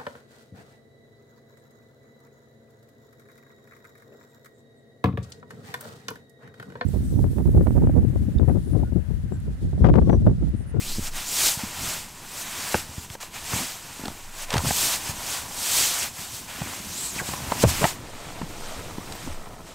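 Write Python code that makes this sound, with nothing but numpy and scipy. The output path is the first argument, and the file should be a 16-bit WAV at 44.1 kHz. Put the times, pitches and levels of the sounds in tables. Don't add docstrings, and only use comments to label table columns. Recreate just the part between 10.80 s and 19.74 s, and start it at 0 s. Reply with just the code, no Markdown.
import sys
import numpy as np
from scipy import signal
from scipy.io import wavfile
from scipy.ndimage import uniform_filter1d

SR = 44100
rng = np.random.default_rng(int(sys.argv[2]) if len(sys.argv) > 2 else 0)


def volts_from_db(level):
    exponent = np.asarray(level, float) / 20
    return 10 ** exponent


def master_out(mix):
    frames = np.transpose(np.atleast_2d(mix))
    ceiling = np.clip(frames, -1, 1)
    pcm = np.round(ceiling * 32767).astype(np.int16)
    wavfile.write(sys.argv[1], SR, pcm)


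N = 394254
DOOR_S = 7.16

# t/s, relative level/dB
AIR_LEVEL = [(0.0, -19), (0.25, -24), (0.62, -45.5), (3.19, -44), (3.34, -33.5), (6.62, -63), (6.85, -35),
             (8.79, -30), (8.94, -40)]
# f/Hz, relative level/dB
RUMBLE_COLOUR = [(25, -34), (60, 6), (120, -0.5), (250, -3), (400, -9), (520, -15), (900, -30.5)]
# t/s, relative creak level/dB, relative rumble level/dB
LOAD = [(0.0, -57, -46), (0.79, -43.5, -57), (1.04, -47.5, -45), (1.32, -53.5, -53.5), (1.84, -45, -49.5),
        (2.02, -49, -50.5), (2.46, -54, -56), (2.69, -50, -50.5), (3.53, -53, -54.5), (3.91, -42, -45),
        (4.58, -43, -49.5), (5.1, -48, -51), (5.35, -51, -52.5), (6.3, -48.5, -46.5), (6.62, -39.5, -44),
        (6.89, -39, -38), (7.22, -48, -49), (7.97, -45.5, -45), (8.51, -47.5, -45.5), (8.94, -51.5, -53)]
# start t/s, length/s, relative level/dB
SCUFFS = [(2.051, .15, -48), (2.697, .16, -28.5), (3.191, .14, -30), (3.798, .1, -26), (4.281, 0.054, -38),
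          (5.781, 0.13, -33), (6.577, 0.12, -37), (6.869, 0.055, -31), (7.145, 0.16, -38),
          (7.95, 0.086, -43), (8.44, 0.065, -40)]
# t/s, relative level/dB, f/Hz at the top of the thump, relative length/ms
THUMPS = [(0.185, -17, 162, 3.2), (0.194, -16, 120, 3.3), (0.775, -27, 133, 5.5), (0.838, -23.5, 223, 8.8),
          (1.95, -14, 213, 3.2), (2.094, -30, 107, 8.7), (2.182, -24, 108, 4), (2.306, -29, 109, 6.6),
          (2.739, -18, 121, 7.5), (3.26, -24, 212, 2.1), (3.284, -23, 205, 2.3), (3.74, -17, 158.5, 4.4),
          (3.761, -14.5, 142, 3.9), (3.776, -18.5, 115, 19), (3.839, -19, 167, 5), (3.87, -22, 133, 17),
          (3.91, -21.5, 190.3, 4.6), (4.297, -25.5, 120, 7.6), (5.391, -27, 130, 4.5),
          (5.819, -21.5, 150, 9.6), (6.363, -25, 184, 4.4), (6.417, -22, 170, 1.4), (6.49, -22, 165, 1.6),
          (6.538, -26.5, 156.3, 4.2), (6.68, -29.5, 55.8, 29), (6.72, -15, 195.5, 2.3),
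          (6.839, 4.5, 264, 1.66), (6.853, -3, 128, 16), (6.874, -10, 140, 2.7), (6.91, -24, 109, 13),
          (7.021, -18.5, 166, 8.4), (7.043, -10.5, 153, 6.6), (7.616, -19.5, 220, 3),
          (7.633, -24, 172, 9.3), (7.995, -29, 244, 2), (8.184, -22, 227, 2.9), (8.477, -26, 270, 7.6),
          (8.499, -34, 84.7, 40)]
# f/Hz, relative level/dB
MAT_MODES = [(900, 1), (421, -13.5), (613, -5), (1334, -7.5), (1680, -5), (2746, -9), (3350, -22),
             (4400, -15.5)]
# t/s, relative level/dB, relative length/ms
KNOCKS = [(0.795, -30, 3.8), (1.945, -9.5, 1.46), (1.953, -21, 5.6), (2.354, -32.5, 4), (2.433, -35.5, 4.4),
          (2.735, -25.5, 4.6), (3.258, -35, 3.3), (3.284, -29, 2.9), (3.857, -26, 2.7), (3.909, -18.5, 3.6),
          (5.82, -29.5, 3.6), (5.873, -34, 3), (5.936, -34, 3), (6.362, -35, 3), (6.49, -31.5, 5.2),
          (6.538, -25, 3.4), (6.722, -16.5, 4.3), (6.83, -26, 4.9), (6.841, -3.5, 9.4), (6.852, -20, 5.2),
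          (7.018, -21, 12.5), (7.032, -15.5, 4.3), (7.043, -9, 4.7), (7.053, -14.5, 6.5),
          (7.619, -28.5, 4.6), (7.994, -36, 2.5), (8.184, -33, 1.8), (8.324, -33, 1.5), (8.476, -34, 2)]
# t/s, relative level/dB
TICKS = [(1.943, -28), (2.3012, -30), (2.352, -34), (2.403, -37), (2.428, -27), (3.256, -26), (3.2807, -26),
         (3.7047, -19.5), (3.728, -23), (3.7394, -15), (3.7678, -21), (3.7804, -16.5), (6.719, -25),
         (6.8366, -11), (7.043, -25), (8.323, -24), (8.5252, -36)]
# f/Hz, starting level/dB, time to fade by 60 dB/s
TAB_TONES = [(12220, -48, .06), (14640, -44, .12), (13700, -54, .08)]
# t/s, rib rate f/Hz, level/dB
RIB_STROKES = [
    [(0.0, 1880, -46), (.09, 3900, -39), (.13, 4350, -39), (.2, 5800, -50)],
    [(6.07, 4800, -53), (6.14, 6540, -40), (6.18, 7540, -37), (6.24, 8000, -32), (6.3, 7960, -36),
     (6.35, 5330, -53), (6.38, 2750, -42), (6.4, 1720, -26), (6.415, 900, -31.5), (6.435, 150, -27)],
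]
# f/Hz, relative level/dB
NEAR_CLOTH = [(1760, -9), (3000, -2), (3280, -1), (7850, 3), (10600, -4), (13200, -3.5), (15500, -8.5)]
# f/Hz, relative level/dB
DOOR_CLOTH = [(1760, -51), (3000, -7), (8470, -6), (10500, -16), (13600, -15), (15500, -34)]
# f/Hz, relative level/dB
FOLD_COLOUR = [(250, -69), (600, 0), (1200, -1), (2600, 0), (4000, -7), (12000, -43)]
# top speed t/s, swish level/dB, rise/s and fall/s over 12 dB,
# level of slack folds against the swish/dB
STROKES = [(0.12, -34, 0.44, 0.151, -13), (0.278, -32.5, 0.089, 0.018, -7.5),
           (0.371, -33.5, 0.045, 0.11, -3), (0.668, -18.5, 0.17, 0.083, -14.5),
           (0.796, -35.5, 0.031, 0.26, -4), (1.089, -29.0, 0.16, 0.15, -5.5), (1.61, -34, 0.1, 0.044, -10),
           (1.925, -49.5, 0.18, 0.015, -4.5), (1.973, -31, 0.49, 0.069, -4.5),
           (2.187, -43.0, 0.34, 0.022, -5), (2.241, -40.5, 0.117, 0.036, -10),
           (2.342, -40.5, 0.064, 0.016, -7), (2.412, -38, 0.0089, 0.07, -1.5),
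           (2.556, -38.5, 0.035, 0.091, -0.5), (2.76, -28, 0.12, 0.19, -6),
           (3.198, -42.5, 0.49, 0.45, -3.5), (3.634, -35, 0.1, 0.024, -4), (3.743, -35.5, 0.051, 0.056, 4),
           (3.884, -26.5, 0.043, 0.033, -5.5), (4.04, -22, 0.2, 0.097, -16), (4.147, -26.0, 0.23, 0.04, -7),
           (4.303, -31.5, 0.18, 0.03, -6.5), (4.547, -29.5, 0.23, 0.1, -7),
           (5.001, -19.5, 0.2, 0.14, -13.5), (5.236, -27.5, 0.43, 0.06, -6),
           (5.406, -35, 0.083, 0.14, -7.5), (5.553, -35, 0.071, 0.11, -15),
           (5.702, -40.5, 0.041, 0.54, -0.5), (5.946, -38.5, 0.32, 0.085, -4),
           (6.249, -33, 0.32, 0.104, -12.5), (6.393, -33, 0.099, 0.032, -8),
           (6.479, -32.5, 0.062, 0.14, -7), (6.832, -24.5, 0.039, 0.014, -9),
           (6.893, -24.5, 0.023, 0.031, -10), (7.072, -29.5, 0.52, 0.066, -4), (7.443, -47, 0.45, 0.8, 0.5),
           (7.876, -43, 0.184, 0.38, -1), (8.438, -44, 0.31, 0.18, -1), (8.881, -49, 0.046, 0.127, -3)]


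def evened(x):
    return x / np.sqrt(np.mean(x ** 2) + 1e-20)


def read(points, hz):
    f, value = np.transpose(points)
    return np.interp(np.log(hz + 1), np.log(f + 1), value)


def curve(rows, index):
    rows = np.array(rows)
    return np.interp(np.arange(N) / SR, rows[:, 0], rows[:, index])


def add(mix, s, sound):
    part = mix[max(round(s * SR), 0):][:len(sound)]
    part += sound[:len(part)]


def noise(colour, size, patchy_db, flicker_db):
    hop = size // 4
    frames, hz = N // hop + 5, np.fft.rfftfreq(size, 1 / SR)
    a, b, patches = rng.standard_normal((frames, len(hz), 3)).T
    patches = uniform_filter1d(patches, size=6, axis=0)
    patches = evened(uniform_filter1d(patches, size=14, axis=1))
    flicker = evened(uniform_filter1d(rng.standard_normal(frames), size=5))
    field_db = read(colour, hz)[:, None] + patchy_db * patches + flicker_db * flicker
    spectra = (a + 1j * b) * volts_from_db(field_db)
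    return evened(signal.istft(spectra, nperseg=size, noverlap=size - hop)[1][:N])


def resonate(x, hz, width_hz):
    turn = np.exp(2j * np.pi * np.cumsum(hz) / SR)
    r = np.exp(-np.pi * width_hz / SR)
    once = signal.lfilter([1 - r], [1, -r], x / turn)
    twice = signal.lfilter([1 - r], [1, -r], once)
    return (turn * twice).real


def air():
    hz = np.full(N, 15.0)
    swing = resonate(rng.standard_normal(N), hz, 8.1)
    return volts_from_db(curve(AIR_LEVEL, index=1) - 7.5) * evened(resonate(swing, hz, 54))


def rumble():
    shifting = noise(RUMBLE_COLOUR, size=1024, patchy_db=1.5, flicker_db=2)
    return volts_from_db(curve(LOAD, index=2) + 3.5) * shifting


def mat_ring(ms, draw, spread, heavy_db):
    t = np.arange(900) / SR
    spot = 1 + spread * (draw[len(MAT_MODES)] - .5)
    modes = np.zeros(len(t))
    for (hz, db), phase in zip(MAT_MODES, draw):
        fade = np.exp(-t / (ms / 1000) * (hz / 900) ** .5)
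        tone = np.sin(2 * np.pi * (hz * spot * t + phase))
        modes += volts_from_db(db + heavy_db * (hz < 700)) * fade * tone
    return modes * np.sin(np.minimum(t / 0.0011, 1) * np.pi / 2) ** 2


def creak():
    slips_per_s = 400
    size = volts_from_db(1.5 * np.minimum(rng.exponential(1, N), 4)) * (rng.random(N) < slips_per_s / SR)
    door = np.arange(N) > DOOR_S * SR
    spot = rng.integers(0, 10, N) + 10 * door
    out = np.zeros(N)
    for k, draw in enumerate(rng.random((20, len(MAT_MODES) + 1))):
        ring = mat_ring(2.3, draw, 0.26, -3.7) if k < 10 else mat_ring(3.6, draw, 0.98, 2.5)
        out += signal.oaconvolve(size * (spot == k), ring)[:N]
    return volts_from_db(curve(LOAD, index=1) + 0.3) * evened(out)


def lumps():
    lumps_per_s, spread_db = 85, 7.5
    rows = []
    for start, length, db in SCUFFS:
        count = max(int(length * lumps_per_s), 1)
        a, b, c, d = rng.random((count, 4)).T
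        place = (np.arange(count) + a) / count
        level = db - spread_db * (b + (2 * place - 1) ** 2 - .5)
        hz = np.interp(c, (0, 1), (110, 285))
        ms = np.interp(d, (0, 1), (1.7, 7.5))
        rows += zip(start + place * length, level, hz, ms)
    return rows


def thumps(small):
    out, t = np.zeros(N), np.arange(-1000, 3000) / SR
    rows = THUMPS + small
    for (s, db, hz, ms), phase in zip(rows, rng.random(len(rows))):
        u = t / (ms * 0.00074)
        shape = np.where(t < 0, np.exp(-(u / .5) ** 2), np.exp(-abs(u) / 1.01))
        turns = hz * t * (1 - 8.0 * t) + phase
        push = np.cos(2 * np.pi * turns) + 0.33 * np.cos(np.pi * turns)
        add(out, s + t[0], volts_from_db(db + 1.0) * shape * push)
    floor_hz, floor_width_hz, floor_db, bass_cut_hz = 79.5, 28, 4, 50
    out += volts_from_db(floor_db) * resonate(out, np.full(N, floor_hz), floor_width_hz)
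    return signal.lfilter(*signal.butter(2, bass_cut_hz, "high", fs=SR), out)


def judder():
    start_s, end_s, slips_per_s = 3.695, 3.82, 81.5
    top_s, arch_s = 3.76, 0.048
    s = np.arange(start_s, end_s, 1 / slips_per_s)
    db = -19 - 8.7 * ((s - top_s) / arch_s) ** 2 - 3 * rng.random(len(s))
    return list(zip(s, db, np.full(len(s), 3.0)))


def knocks(small):
    out, t = np.zeros(N), np.arange(-500, 900) / SR
    lump_knock_db = -7.5
    rows = KNOCKS + judder() + [(s, db + lump_knock_db, ms) for s, db, hz, ms in small]
    for s, db, ms in rows:
        draw = rng.random(len(MAT_MODES) + len(t))
        shape = np.exp(-abs(t) / (np.where(t < 0, .35, .7) * ms / 1000))
        scrape = (draw[len(MAT_MODES):] - .5) * shape
        knock = signal.fftconvolve(scrape, mat_ring(1.4, draw, 0.18, 1.05 * (ms - 3.5)))
        add(out, s + t[0] - .0015, volts_from_db(db + 4.5) * knock / abs(knock).max())
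    return out


def ticks():
    out, t = np.zeros(N), np.arange(300) / SR
    dull = signal.butter(2, [900, 6500], "band", fs=SR)
    for s, db in TICKS:
        burst = rng.standard_normal(len(t)) * np.exp(-t / 0.0027)
        add(out, s, volts_from_db(db + 3.0) * signal.lfilter(*dull, burst))
    return out


def chink():
    out, t = np.zeros(N), np.arange(SR // 5) / SR
    for hz, db, t60 in TAB_TONES:
        add(out, 8.352, volts_from_db(db - 60 * t / t60) * np.sin(2 * np.pi * hz * t))
    return out


def steady_band():
    start_s, length_s, hz, width_hz, db = 6.1, .22, 4050, 500, -47
    out = np.zeros(N)
    hiss = rng.standard_normal(round(length_s * SR))
    band = evened(resonate(hiss, np.full(len(hiss), hz), width_hz))
    add(out, start_s, volts_from_db(db) * band * signal.windows.tukey(len(hiss), .3))
    return out


def rib_song():
    out = np.zeros(N)
    for rows in RIB_STROKES:
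        s, hz, db = np.transpose(rows)
        t = np.arange(s[0], s[-1], 1 / SR)
        hz, hiss = np.interp(t, s, hz), rng.standard_normal(len(t))
        slow = np.clip((3500 - hz) / 1000, 0, 1)
        wide = evened(resonate(hiss, hz, 1100))
        narrow = evened(resonate(hiss, hz, 500))
        tone = (1 - slow) * wide + slow * narrow
        add(out, s[0], volts_from_db(np.interp(t, s, db)) * tone * signal.windows.tukey(len(t), .1))
    return out


def speed():
    rest_db, rest_slack_db = -54.5, -59
    pointed = 1.4
    t = np.arange(0, N + 64, 64)[:, None] / SR
    s, db, rise, fall, slack_db = np.transpose(STROKES)
    away = abs(t - s) / np.where(t < s, rise, fall)
    power = volts_from_db(db - 12 * away ** pointed) ** 2
    swish_power = volts_from_db(rest_db) ** 2 + power.sum(axis=1)
    slack_power = volts_from_db(rest_slack_db) ** 2 + power @ volts_from_db(slack_db) ** 2
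    return [np.interp(np.arange(N) / SR, t[:, 0], 10 * np.log10(p)) for p in (swish_power, slack_power)]


def swish():
    near, far, folds = (noise(colour, size=256, patchy_db=1.2, flicker_db=0.33)
                        for colour in (NEAR_CLOTH, DOOR_CLOTH, FOLD_COLOUR))
    speed_db, slack_db = speed()
    cloth = np.where(np.arange(N) < DOOR_S * SR, near, far)
    return volts_from_db(speed_db) * cloth + volts_from_db(slack_db) * folds


def scene():
    small = lumps()
    background = air() + rumble() + creak()
    blows = thumps(small) + knocks(small) + ticks() + chink()
    cloth = steady_band() + rib_song() + swish()
    return np.tile(background + blows + cloth, (2, 1))


def band_limit(x):
    return signal.sosfilt(signal.butter(12, 16760, fs=SR, output="sos"), x)


def record(dry):
    level_db = 10 * np.log10(abs(uniform_filter1d(dry[0] ** 2, size=300)) + 1e-12)
    fall = np.arange(N) * 170.0 / SR
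    held_db = np.maximum.accumulate(level_db + fall) - fall
    over_db = np.maximum(held_db + 10.0, 0)
    ducked = dry / volts_from_db(.7 * uniform_filter1d(over_db, size=100))
    limited = .8 * np.tanh(ducked / .8)
    edge = signal.firwin(511, 15750, window=("kaiser", 9), fs=SR)
    finished = signal.oaconvolve(limited, edge[None], "same")
    return band_limit(finished)


dry = scene()
out = record(dry)
master_out(out)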